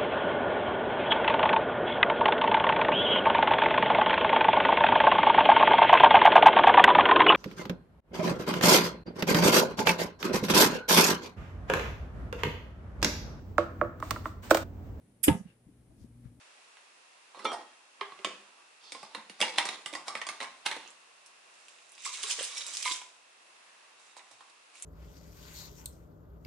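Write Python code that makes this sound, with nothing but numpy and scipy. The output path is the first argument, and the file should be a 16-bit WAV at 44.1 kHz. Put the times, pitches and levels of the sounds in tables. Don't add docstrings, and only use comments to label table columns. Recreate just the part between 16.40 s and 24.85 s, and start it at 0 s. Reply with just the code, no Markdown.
import sys
import numpy as np
from scipy import signal
from scipy.fft import rfft, irfft, next_fast_len
from scipy.io import wavfile
from scipy.ndimage import uniform_filter1d

SR = 44100
rng = np.random.default_rng(int(sys.argv[2]) if len(sys.argv) > 2 else 0)


def level_to_linear(level):
    exponent = np.asarray(level, float) / 20
    return 10 ** exponent


def master(y):
    cut = np.clip(np.atleast_2d(y).T, -1, 1)
    pcm = np.round(cut * 32767)
    wavfile.write(sys.argv[1], SR, pcm.astype(np.int16))


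N = 372592
T = np.arange(N) / SR


def band(x, hz, width_hz):
    return signal.lfilter(*signal.iirpeak(min(hz, .45 * SR), hz / width_hz, fs=SR), x)


def steep(x, hz, width_hz):
    return band(band(x, hz, width_hz), hz, 2 * width_hz)


def unit(x):
    return x / np.sqrt(np.mean(x ** 2))


def read(points, hz):
    f, db = np.transpose(points)[:2]
    return np.interp(np.log(hz + 1), np.log(f), db)


def walk(rate):
    k = int(SR / rate)
    levels = rng.standard_normal(N // k + 1)
    return uniform_filter1d(np.repeat(levels, k), k)[:N]


def held(start, end, edge_s):
    swell = np.minimum(T - start, 0) / edge_s[0]
    fade = np.maximum(T - end, 0) / edge_s[1]
    return np.exp(swell - fade)


def lean(left_minus_right_db):
    return level_to_linear(np.array([[left_minus_right_db], [-left_minus_right_db]]) / 2)


def add(out, s, sound, pan_db):
    i = int(s * SR)
    piece = sound[:N - i]
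    out[:, i:i + len(piece)] += piece * lean(pan_db)


def ring(hz, db, t60, push_s, length):
    t = np.arange(int(length * SR)) / SR
    mode = level_to_linear(db) * np.sin(2 * np.pi * hz * t) * 1000. ** (-t / t60)
    return mode * np.minimum(t / push_s, 1)


def tones(table, push_s, pan_db):
    out = np.zeros((2, N))
    for s, hz, db, t60 in table:
        add(out, s, ring(hz, db, t60, push_s, .4), pan_db)
    return out


# pitch in Hz, width in Hz, level in dB.
JAR_MODES = [(197, 180, -17), (338, 140, -4.5), (530, 163, -1.5), (880, 410, 1.5), (1090, 153, -3.5),
             (1564, 880, -5), (2085, 320, -5), (2380, 900, -1), (3600, 840, -4.5), (4420, 900, -5),
             (5320, 660, -9), (7020, 1300, -6.5), (8610, 1650, -6), (10300, 3900, -6)]


def knocks(table, soft_hz, burst_s, trim_db, pan_db, grit_db=-12, rattle_db=-18, click_db=-1):
    hard_db, spot_hz_per_db = -23, 99
    contact = 30
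    out, t = np.zeros((2, N)), np.arange(1400) / SR
    zone = np.searchsorted([700, 1500, 4000], np.array(JAR_MODES)[:, 0], side="right")
    tear_gain = level_to_linear(grit_db) * (np.exp(-t / burst_s) + level_to_linear(rattle_db) * np.exp(-t / 0.028))
    for s, peak_db, hollow_db, wall_db, edge_db in table:
        spot_hz = soft_hz + spot_hz_per_db * max(peak_db - hard_db, 0)
        modes = [*JAR_MODES, (spot_hz, spot_hz / 2.5, -10)]
        chance = rng.standard_normal((len(modes), 2))
        tear = rng.standard_normal((len(modes), len(t))) * tear_gain
        tear[:, contact] += 2 * (-1.) ** np.arange(len(modes))
        zones_db = np.array([hollow_db + 5.5, wall_db + 2.5, 0, edge_db + 6.5])
        colour_db = [*zones_db[zone], 0]
        sound = 0
        for (hz, width_hz, db), zone_db, (detune, swing), push in zip(modes, colour_db, chance, tear):
            mode = steep(push, hz * (1 + .04 * detune), width_hz) * level_to_linear(1.5 * swing)
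            sound = sound + level_to_linear(db + zone_db) * mode / np.abs(mode).max()
        click = band(1. * (t == t[contact]), spot_hz * 1.3, spot_hz * 1.5)
        sound = sound + level_to_linear(click_db + min(edge_db + 14, 0) / 2) * click / click.max()
        add(out, s - .0005, level_to_linear(peak_db + trim_db) * sound, pan_db + 0.87 * chance[0, 0])
    return out


# hollow 250-700 Hz in dB, wall 700-1500 Hz in dB, edge 4-11 kHz in dB.
SEATING = [(.0121, -47.5, -33, -9, -13), (.3697, -44, -35, -10, -15), (1.6105, -22.5, -26, -7.5, -32),
           (1.7201, -38.5, -13, -21, -35), (1.7905, -39, -13, -27, -22), (1.8465, -19, -14, -17, -10),
           (2.5207, -31, -18, -17, -1), (2.5476, -36, -12, -7, -22), (2.6297, -41.5, -4.5, 4.5, -2),
           (2.7482, -26, -18.5, -10, -14.5), (2.8972, -34.5, -17, -14, -6.5)]
TWISTING = [(3.0037, -21.5, -14, -22, -5.5), (3.0134, -12, -14, -21, -8), (3.0254, -16, -32, -8, -14.5),
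            (3.159, -33, -22, -20, -10), (3.1835, -10.5, -23, -13.5, -12.5), (3.254, -26.5, -15.5, -5, -1),
            (3.2885, -21, -22, -18, -8), (3.46, -25.5, -18, -13.5, -5), (3.5285, -37, -3.5, -29, -3),
            (3.5368, -28.5, -26, -7, -12), (3.5511, -29.5, -15, -1.5, -2.5), (3.6812, -27.5, -30, -2, -0.5),
            (3.7525, -22.5, -15, -10.5, -15), (3.774, -43.5, -26, -14, 2.5), (3.8159, -24, -41, -11, -16.5),
            (3.8677, -30, -20, -5.5, -2), (3.8886, -23, -21.5, -8.5, -6.5),
            (4.0035, -24, -24.5, -11.5, -15.5), (4.0115, -25, -19, -8.5, -18), (4.0284, -30, -21, -6, -6),
            (4.021, -31, -20, -6, -8), (4.0436, -32, -35, -14, -14), (4.2612, -18, -33, -9, -9.5),
            (4.2640, -16.5, -24, -19, -10.5), (4.3138, -21, -20, -8, -16), (4.3641, -37, -7, -3, -5)]
HANDLING = [(4.861, -54, -31, -27, 8.5), (5.6535, -24.5, -54, -31, -14), (5.9903, -29.5, -21, -7, -9),
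            (6.017, -35, -19, -10, -3), (6.4536, -24, -33, -13, -10), (6.6159, -35.5, -27, -10, -19),
            (7.7667, -46, -14, 3.5, 0), (7.7934, -39.5, -33, -30, -32), (7.869, -52.5, -13, -1, -15),
            (7.9118, -47.5, -17, -2, -3), (8.0072, -48, -20, 3, -5), (8.0977, -58.5, -13, -3, 6)]


def lid_and_jar():
    parts = [(SEATING, 2700), (TWISTING, 2150), (HANDLING, 2600)]
    return sum(knocks(table, soft_hz, burst_s=0.0029, trim_db=-5.5, pan_db=-6.0) for table, soft_hz in parts)


# time of the snap in seconds, build-up in seconds, final level in dB.
JUDDER = [
    (3.004, 0.0081, -46.5),
    (3.183, 0.0029, -25.5),
    (3.684, 0.01, -39.5),
    (4.029, 0.0095, -53),
    (4.26, 0.0034, -35),
]


def judder(left_db=3.0):
    swell = sum(level_to_linear(db) * np.exp(np.minimum(T - s, 0) / rise_s) * (T < s) for s, rise_s, db in JUDDER)
    grit = rng.standard_normal(N)
    colour = unit(band(grit, 990, 540) + 0.4 * band(grit, 1600, 5100))
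    return swell * colour * lean(2 * left_db)


# start in seconds, end in seconds, scrape in dB, hollow rub in dB, scrape pitch in Hz.
STROKES = [(0.97, 1.034, -53, -48.5, 3160), (1.06, 1.213, -58, -51, 3160), (1.602, 1.85, -88, -55, 2500),
           (1.95, 2.244, -80, -62, 2500), (2.44, 2.658, -45, -58, 3950), (2.724, 2.798, -47.5, -51, 3160),
           (3.107, 3.21, -46, -51.5, 3000), (3.174, 3.345, -37.5, -45.5, 3300),
           (3.502, 3.57, -63, -50, 3160), (3.675, 3.75, -64, -46, 3160), (3.896, 4.03, -51, -62, 3160),
           (4.257, 4.49, -48, -55, 2900), (3.02, 3.09, -38, -60, 4200), (7.2, 7.45, -60, -80, 1850)]


def rub(left_db=-5.0):
    edge_s = 0.019
    grip = np.array([held(start, end, (edge_s, edge_s)) for start, end, *_ in STROKES])
    high_db, low_db, scrape_hz = np.array(STROKES)[:, 2:].T
    slips = rng.standard_normal(N) * level_to_linear(3.0 * walk(200))
    scrape = 0
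    for hz in 1800 * 1.25 ** np.arange(7):
        nearness = np.exp(-(np.log(hz / scrape_hz) / 0.16) ** 2)
        level = (level_to_linear(high_db) * nearness) @ grip
        scrape = scrape + level * unit(steep(slips, hz, hz / 3.5))
    hollow = unit(band(slips, 400, 82) + 2.4 * band(slips, 965, 420))
    hollow = (level_to_linear(low_db) @ grip) * hollow
    return (level_to_linear(-14.5) * scrape + level_to_linear(-9.5) * hollow) * lean(2 * left_db)


# time in seconds, left minus right in dB.
JAR_SIDE = [
    (0, -5),
    (8.3, -4),
    (8.45, 7),
]


def jar_side(s):
    return np.interp(s, *np.transpose(JAR_SIDE))


# start in seconds, end in seconds, level in dB.
POURS = [
    (5.11, 5.6, -65),
    (5.588, 5.638, -55),
    (5.675, 6.568, -45.5),
    (7.595, 7.715, -65),
    (7.786, 8.1, -70.5),
    (8.35, 8.5, -58),
]
# time of the top in seconds, level in dB, build-up in seconds.
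SLIDES = [(5.665, -36.5, 0.021), (5.748, -40.5, 0.031), (5.833, -33.5, 0.0055), (5.912, -34, 0.02),
          (6.01, -35.5, 0.022), (6.042, -34, 0.014), (6.174, -34.5, 0.0091), (6.212, -44, 0.0036),
          (6.268, -54, 0.003), (6.34, -34.5, 0.0066), (6.372, -44, .002), (6.427, -34.5, 0.0064),
          (6.466, -34, 0.012), (6.52, -33.5, 0.028), (7.776, -52, .004), (7.915, -58, .004),
          (8.355, -67, .004), (8.426, -49, 0.0027)]
# frequency in Hz, level in dB per Hz.
CRISP = [(710, -36), (1200, -15), (1580, -17), (1930, -12), (2300, 4), (3120, 0), (3860, 0.5), (4560, -1),
         (7250, 3), (11000, -16), (14300, -43), (22000, -120)]


def tumble(spread_db=2.5, sharp=4.3, wall_db=-3):
    settle_s, pour_edge_s, weight_db = 0.014, 0.02, -4.5
    pour = sum(level_to_linear(db) * held(a, b, (pour_edge_s / 2, pour_edge_s)) for a, b, db in POURS)
    slide = sum(level_to_linear(db) * held(s, s, (rise_s, settle_s)) for s, db, rise_s in SLIDES)
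    ticks, drum = np.zeros((2, N)), np.zeros((2, N))
    for hz in 1300 * 2 ** np.arange(0, 3.15, 1 / 6):
        at = rng.integers(0, N, int(250 * N / SR))
        size = level_to_linear(spread_db * np.minimum(rng.exponential(size=len(at)), 4.2))
        side = rng.random(len(at)) * np.pi / 2
        hits = np.zeros((2, N))
        hits[:, at] = size * rng.choice([-1, 1], len(at)) * np.array([np.cos(side), np.sin(side)])
        ticks += level_to_linear(read(CRISP, hz)) * steep(hits, hz, hz / sharp)
    # (Hz, width Hz, dB)
    wall = [(476, 200, -3), (1050, 330, 1.5), (1290, 1100, 5.0), (2100, 610, 1.5), (3795, 200, 9.0)]
    for hz, width_hz, db in wall:
        drum += level_to_linear(db + 3.5 * walk(22)) * unit(steep(rng.standard_normal(N), hz, width_hz))
    pieces = np.hypot(pour, slide) * unit(ticks)
    weight = pour * level_to_linear(weight_db + wall_db) * unit(drum)
    pan_db = jar_side(T) - 2.5
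    return level_to_linear(2.1 * walk(60)) * (pieces + weight) * level_to_linear(np.array([pan_db, -pan_db]) / 2 - 3.5)


# time in seconds, peak in dB, pitch in Hz.
CRACKS = [(4.477, -36, 6940), (4.505, -35.5, 7500), (5.284, -38, 2580), (5.387, -42, 2610),
          (5.4936, -41, 7150), (5.52, -40, 8270), (5.552, -39, 4700), (5.58, -35, 2730), (7.635, -52, 6430),
          (8.355, -37, 2650), (8.386, -44, 7500), (8.399, -41, 8610), (8.4239, -21.5, 7160),
          (5.65, -23, 7350), (5.6595, -26, 4370), (5.6664, -26, 6180), (5.7415, -27, 3680),
          (5.7447, -34, 3370), (5.79, -34, 3090), (5.8316, -21, 7000), (5.8364, -21, 3300),
          (5.8422, -36, 6740), (5.8467, -34, 6740), (5.8723, -26, 3680), (5.8834, -23, 7350),
          (5.8997, -21, 7300), (5.905, -28, 6740), (5.9102, -28, 4770), (5.921, -25, 3650),
          (5.9945, -28, 4010), (5.999, -23, 3090), (6.0087, -30, 6200), (6.0185, -30, 3680),
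          (6.029, -16.5, 7200), (6.0359, -23, 3370), (6.044, -21, 5670), (6.051, -24, 5670),
          (6.0615, -28, 7350), (6.1492, -31, 6180), (6.166, -31, 5200), (6.1714, -24, 3370),
          (6.1757, -28, 5200), (6.1812, -28, 5200), (6.2093, -27, 4010), (6.2132, -30, 3700),
          (6.233, -34, 4010), (6.266, -19.5, 7300), (6.2813, -25, 6740), (6.2927, -32, 6740),
          (6.337, -25, 6740), (6.351, -24, 5670), (6.36, -27, 6180), (6.3705, -14.5, 6300),
          (6.378, -30, 6180), (6.393, -34, 5200), (6.4023, -31, 5670), (6.4253, -27, 5670),
          (6.429, -26, 5200), (6.445, -26.5, 2800), (6.4502, -21, 6740), (6.4533, -36, 2600),
          (6.4645, -35, 4370), (6.4685, -22, 6740), (6.4738, -27, 4010), (6.4788, -20.5, 2520),
          (6.483, -26, 2600), (6.4986, -23, 3400), (6.514, -21, 3460), (6.5213, -19, 3730),
          (6.525, -30, 5670), (6.5364, -23, 6740), (6.5425, -31, 4010), (6.56, -36, 6740)]


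def crumbs(burst_s=0.00045, sharp=4.2, trim_db=-1, click=2.2, broad=0.28):
    out, t = np.zeros((2, N)), np.arange(500) / SR
    for s, peak_db, hz in CRACKS:
        pan_db = jar_side(s) + 2.0 * rng.standard_normal()
        grit = rng.standard_normal(len(t)) * np.exp(-t / burst_s)
        grit[4] += click
        crack = band(grit, hz, hz / sharp)
        crack = crack + broad * band(grit, 5500, 6500) * min(hz / 6500, 1)
        add(out, s - .0003, level_to_linear(peak_db + trim_db) * crack / np.abs(crack).max(), pan_db)
    return out


# time in seconds, peak in dB, 250-700 Hz in dB, 700-1500 Hz in dB, 4-11 kHz in dB.
CLATTER = [
    (.9467, -47, -7, 8.5, -13),
    (.9708, -48, 2, 0, -8),
    (.9926, -37, -10, 0, -8.5),
    (1.045, -41.5, 7.5, 2, 7),
    (1.0511, -21.5, -7.5, 0, -21),
    (1.0888, -46, -14, 11.5, -3),
    (1.1175, -32.5, 0.5, 7.5, -9),
    (1.1293, -42, -9, 8.5, 6),
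    (1.15, -57, -13, -10, 3),
]


def clatter():
    return knocks(CLATTER, 5000, burst_s=0.0098, trim_db=-9.0, pan_db=-3.5)


# time in seconds, pitch in Hz, level in dB, t60 in seconds.
STEEL = [(.95, 4200, -60, .4), (.995, 2000, -48, .08), (1.052, 3515, -31, .08), (1.07, 3515, -50, .35),
         (1.052, 1884, -40, .06), (1.062, 1877, -46, .15), (1.138, 1880, -51, .5), (1.052, 4317, -44, .17),
         (1.052, 4167, -50, .17), (1.062, 2336, -35.5, .18), (1.1, 2345, -51, .25), (1.05, 5685, -48, .06),
         (1.068, 5685, -45, .16), (1.1, 5690, -54, .3), (1.058, 3225, -44, .5), (1.075, 3229, -45, .3),
         (1.1001, 3225, -43, .3), (1.205, 3240, -63, .5), (1.13, 3222, -50, .3), (1.129, 8565, -49, .15)]


def steel_ring():
    return tones(STEEL, push_s=.002, pan_db=-5)


# time in seconds, pitch in Hz, level
# in dB, t60 in seconds.
PINGS = [(1.052, 508, -23.5, 0.03), (1.118, 580, -30, 0.048), (1.847, 1096, -23.5, 0.028),
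         (1.847, 3050, -25.5, 0.033), (2.521, 3560, -34.5, 0.028), (2.749, 4110, -32.5, 0.042),
         (2.749, 2800, -37, .04), (2.752, 1087, -38, 0.047), (2.898, 2870, -40, 0.029),
         (3.013, 1975, -21, 0.026), (3.013, 3425, -17, .025), (3.014, 520, -28, 0.053),
         (3.025, 2830, -23, 0.065), (3.184, 1830, -23, 0.011), (3.184, 3160, -18, 0.027),
         (3.288, 3860, -22, 0.022), (3.289, 2160, -29, .04), (3.46, 2900, -29, 0.02),
         (3.552, 1930, -26.5, 0.028), (3.7525, 1990, -30, 0.033), (3.888, 2115, -27, 0.038),
         (4.004, 1945, -32.5, 0.044), (4.264, 3220, -41, 0.017), (4.264, 2100, -25.5, 0.025),
         (4.264, 4100, -32, 0.045), (4.314, 2210, -27, 0.027), (4.314, 4200, -30, .02),
         (4.266, 3770, -29, 0.036), (1.849, 2258, -36, .1), (1.849, 1314, -31.5, 0.044),
         (1.625, 1650, -45, 0.16), (5.836, 4840, -33, 0.035), (6.176, 5450, -32, .04),
         (6.172, 3810, -40, .05), (6.19, 3950, -40, .05), (6.212, 3780, -39, .1), (6.52, 3750, -33, 0.045),
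         (3.2, 1900, -33, 0.055)]


def struck_spots():
    return level_to_linear(-0.5) * tones(PINGS, push_s=0.0017, pan_db=-6.0)


# time in seconds, pitch in Hz, level in dB, t60 in seconds.
BOOMS = [(1.052, 1305, -25.5, 0.046), (1.07, 1290, -38, 0.25), (1.09, 820, -40, .15), (1.13, 700, -38, .2),
         (1.165, 830, -42, .3), (1.66, 760, -46, .12), (7.92, 120, -72, .4), (2.55, 1060, -42, .1),
         (1.62, 1050, -40, .15), (1.85, 200, -46, .2), (1.118, 880, -42, 0.06), (1.118, 1200, -31.5, 0.051),
         (1.145, 880, -37.5, 0.15), (1.612, 1072, -22, 0.038), (1.614, 402, -38, 0.14),
         (1.795, 389, -51, 0.22), (2.632, 210, -50.5, 0.053), (2.775, 215, -45, 0.092),
         (2.9, 202, -45, 0.078), (3.03, 896, -35, 0.25), (3.686, 1143, -35, 0.12), (3.7, 1286, -44, 0.1),
         (4.02, 1082, -39, 0.081), (4.266, 912, -34, 0.12), (5.663, 1090, -29, 0.041),
         (5.675, 1200, -39, 0.084), (5.69, 1004, -47, 0.2), (5.654, 2100, -33, 0.044),
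         (5.84, 1093, -38, 0.071), (5.85, 3950, -41, .1), (5.868, 3810, -36, 0.08), (5.84, 423, -45, 0.079),
         (6.51, 330, -49, 0.077), (5.985, 476, -39.5, 0.083), (6.008, 524, -32.5, 0.039),
         (6.458, 1009, -32, 0.3), (6.49, 1100, -38, 0.1), (6.453, 2160, -29.5, 0.054),
         (6.475, 2140, -23, 0.036), (6.455, 1215, -38.5, 0.18), (6.617, 1009, -52, 0.34),
         (1.868, 380, -41, .15), (3.69, 1180, -38, .2), (3.196, 950, -37, .2), (4.32, 880, -41, .2),
         (2.17, 1152, -61, .4), (6.462, 2125, -30, .15), (1.655, 1136, -50, 0.052),
         (1.72, 1117, -41, 0.061)]


def hollow_booms():
    return tones(BOOMS, push_s=0.00203, pan_db=-2.5)


def thumps(x, level_db=-20, smooth_s=.008, top_hz=90):
    push = uniform_filter1d(np.abs(x.mean(axis=0)), int(smooth_s * SR))
    rumble = signal.lfilter(*signal.butter(1, top_hz, fs=SR), push * rng.standard_normal(N))
    return level_to_linear(level_db) * rumble


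# centre in Hz, t60 in seconds, level in dB, left-right likeness from 0 to 1.
ROOM = [(194, 0.47, -11, 0.98), (447, 0.37, -12.5, 0.97), (1200, 0.45, -11.5, 0.66), (2800, 0.42, -18, 0.2),
        (6900, 0.51, -14, 0), (9700, 0.12, -5.5, 0)]


def room(x, gap_s=0.0005, early_db=-5, early_s=0.0045, left_db=-1.0, flutter_db=1, moves=12):
    t = np.arange(int(.6 * SR)) / SR
    answer = np.zeros((2, 2, len(t)))
    for hz, t60, db, alike in ROOM:
        alike = np.clip(alike, 0, 1)
        mid, side = band(rng.standard_normal((2, 2, 1, len(t))), hz, hz)
        pair = np.sqrt(1 + alike) * mid + np.sqrt(1 - alike) * side * np.array([[1], [-1]])
        answer += level_to_linear(db) * pair * 1000. ** (-t / t60)
    early = 1 + level_to_linear(early_db) * np.exp(-t / early_s)
    answer *= early * np.minimum(t / gap_s, 1) ** 2 * level_to_linear(-23.0)
    place = 2 * walk(moves)
    source = x.mean(axis=0) * np.array([[np.cos(place)], [np.sin(place)]])
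    size = next_fast_len(N + len(t))
    echoes = irfft((rfft(source, size) * rfft(answer, size)).sum(axis=0), size)[:, :N]
    return echoes * lean(left_db) * level_to_linear(flutter_db * walk(280))


# pitch in Hz, width in Hz, level in dB.
WHINE = [(2600, 550, -87.5), (1084, 250, -73)]
# multiple of the turning rate, level in dB.
BUZZ = [(50, -86), (51, -86), (52, -89), (53, -84), (54, -86), (55, -83), (56, -83)]


def motor():
    turn_hz = 49.36
    hum, comb = 0, 0
    for hz, width_hz, db in WHINE:
        hum = hum + level_to_linear(db + 2.7 * walk(1.51)) * unit(band(rng.standard_normal(N), hz, width_hz))
    for k, db in BUZZ:
        comb = comb + level_to_linear(db + 1.2 * walk(1.1)) * np.sin(2 * np.pi * (k * turn_hz * T + rng.random()))
    return hum + comb * level_to_linear(9)


# frequency in Hz, level in dB per Hz.
HISS = [(15, -85), (25, -37), (60, -33), (95, -27), (139, -22.5), (233, -16), (342, -10), (557, -6),
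        (650, -4.5), (720, -4.5), (862, -5), (1140, -5.5), (2660, -5.5), (3030, -7), (10600, -15.5),
        (11500, -33), (15000, -78), (22000, -120)]
# frequency in Hz, side minus mid in dB.
HISS_SIDE = [(60, -8), (110, -7), (190, -5), (350, -2), (620, 0), (1120, 2.5), (2010, 0.5), (3610, -0.5),
             (6470, 0.5), (11600, -1)]


def hiss():
    hiss_db = -62
    size = next_fast_len(N)
    hz = np.arange(size // 2 + 1) * SR / size
    mid, side = rfft(rng.standard_normal((2, size))) * level_to_linear(read(HISS, hz))
    scale = np.std(irfft(mid, size))
    mid, side = irfft([mid, side * level_to_linear(read(HISS_SIDE, hz))], size)[:, :N] / scale
    breath = level_to_linear(hiss_db - .7 + .9 * walk(3))
    return breath * np.array([.95 * (mid + side), 1.05 * (mid - side)])


def scene():
    close = lid_and_jar() + judder() + rub() + tumble() + crumbs() + clatter()
    steel, pings, booms = steel_ring(), struck_spots(), hollow_booms()
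    ringing_share = .12 * steel + .4 * booms + .35 * pings
    touched = booms * level_to_linear(2.5 * walk(110))
    heard = close + steel + pings + room(close + ringing_share) + touched
    bass_cut = signal.butter(2, 150, "high", fs=SR, output="sos")
    bass_leak = level_to_linear(-48) * close.mean(axis=0)
    return signal.sosfilt(bass_cut, heard) + bass_leak + thumps(heard) + hiss() + motor()


def roll_off(x):
    return signal.sosfilt(signal.butter(12, 12220, fs=SR, output="sos"), x)


def record(dry):
    top_cut = signal.ellip(10, .2, 48, 11100, fs=SR, output="sos")
    mix = signal.sosfilt(top_cut, dry)
    return roll_off(mix)


dry = scene()
out = record(dry)
master(out)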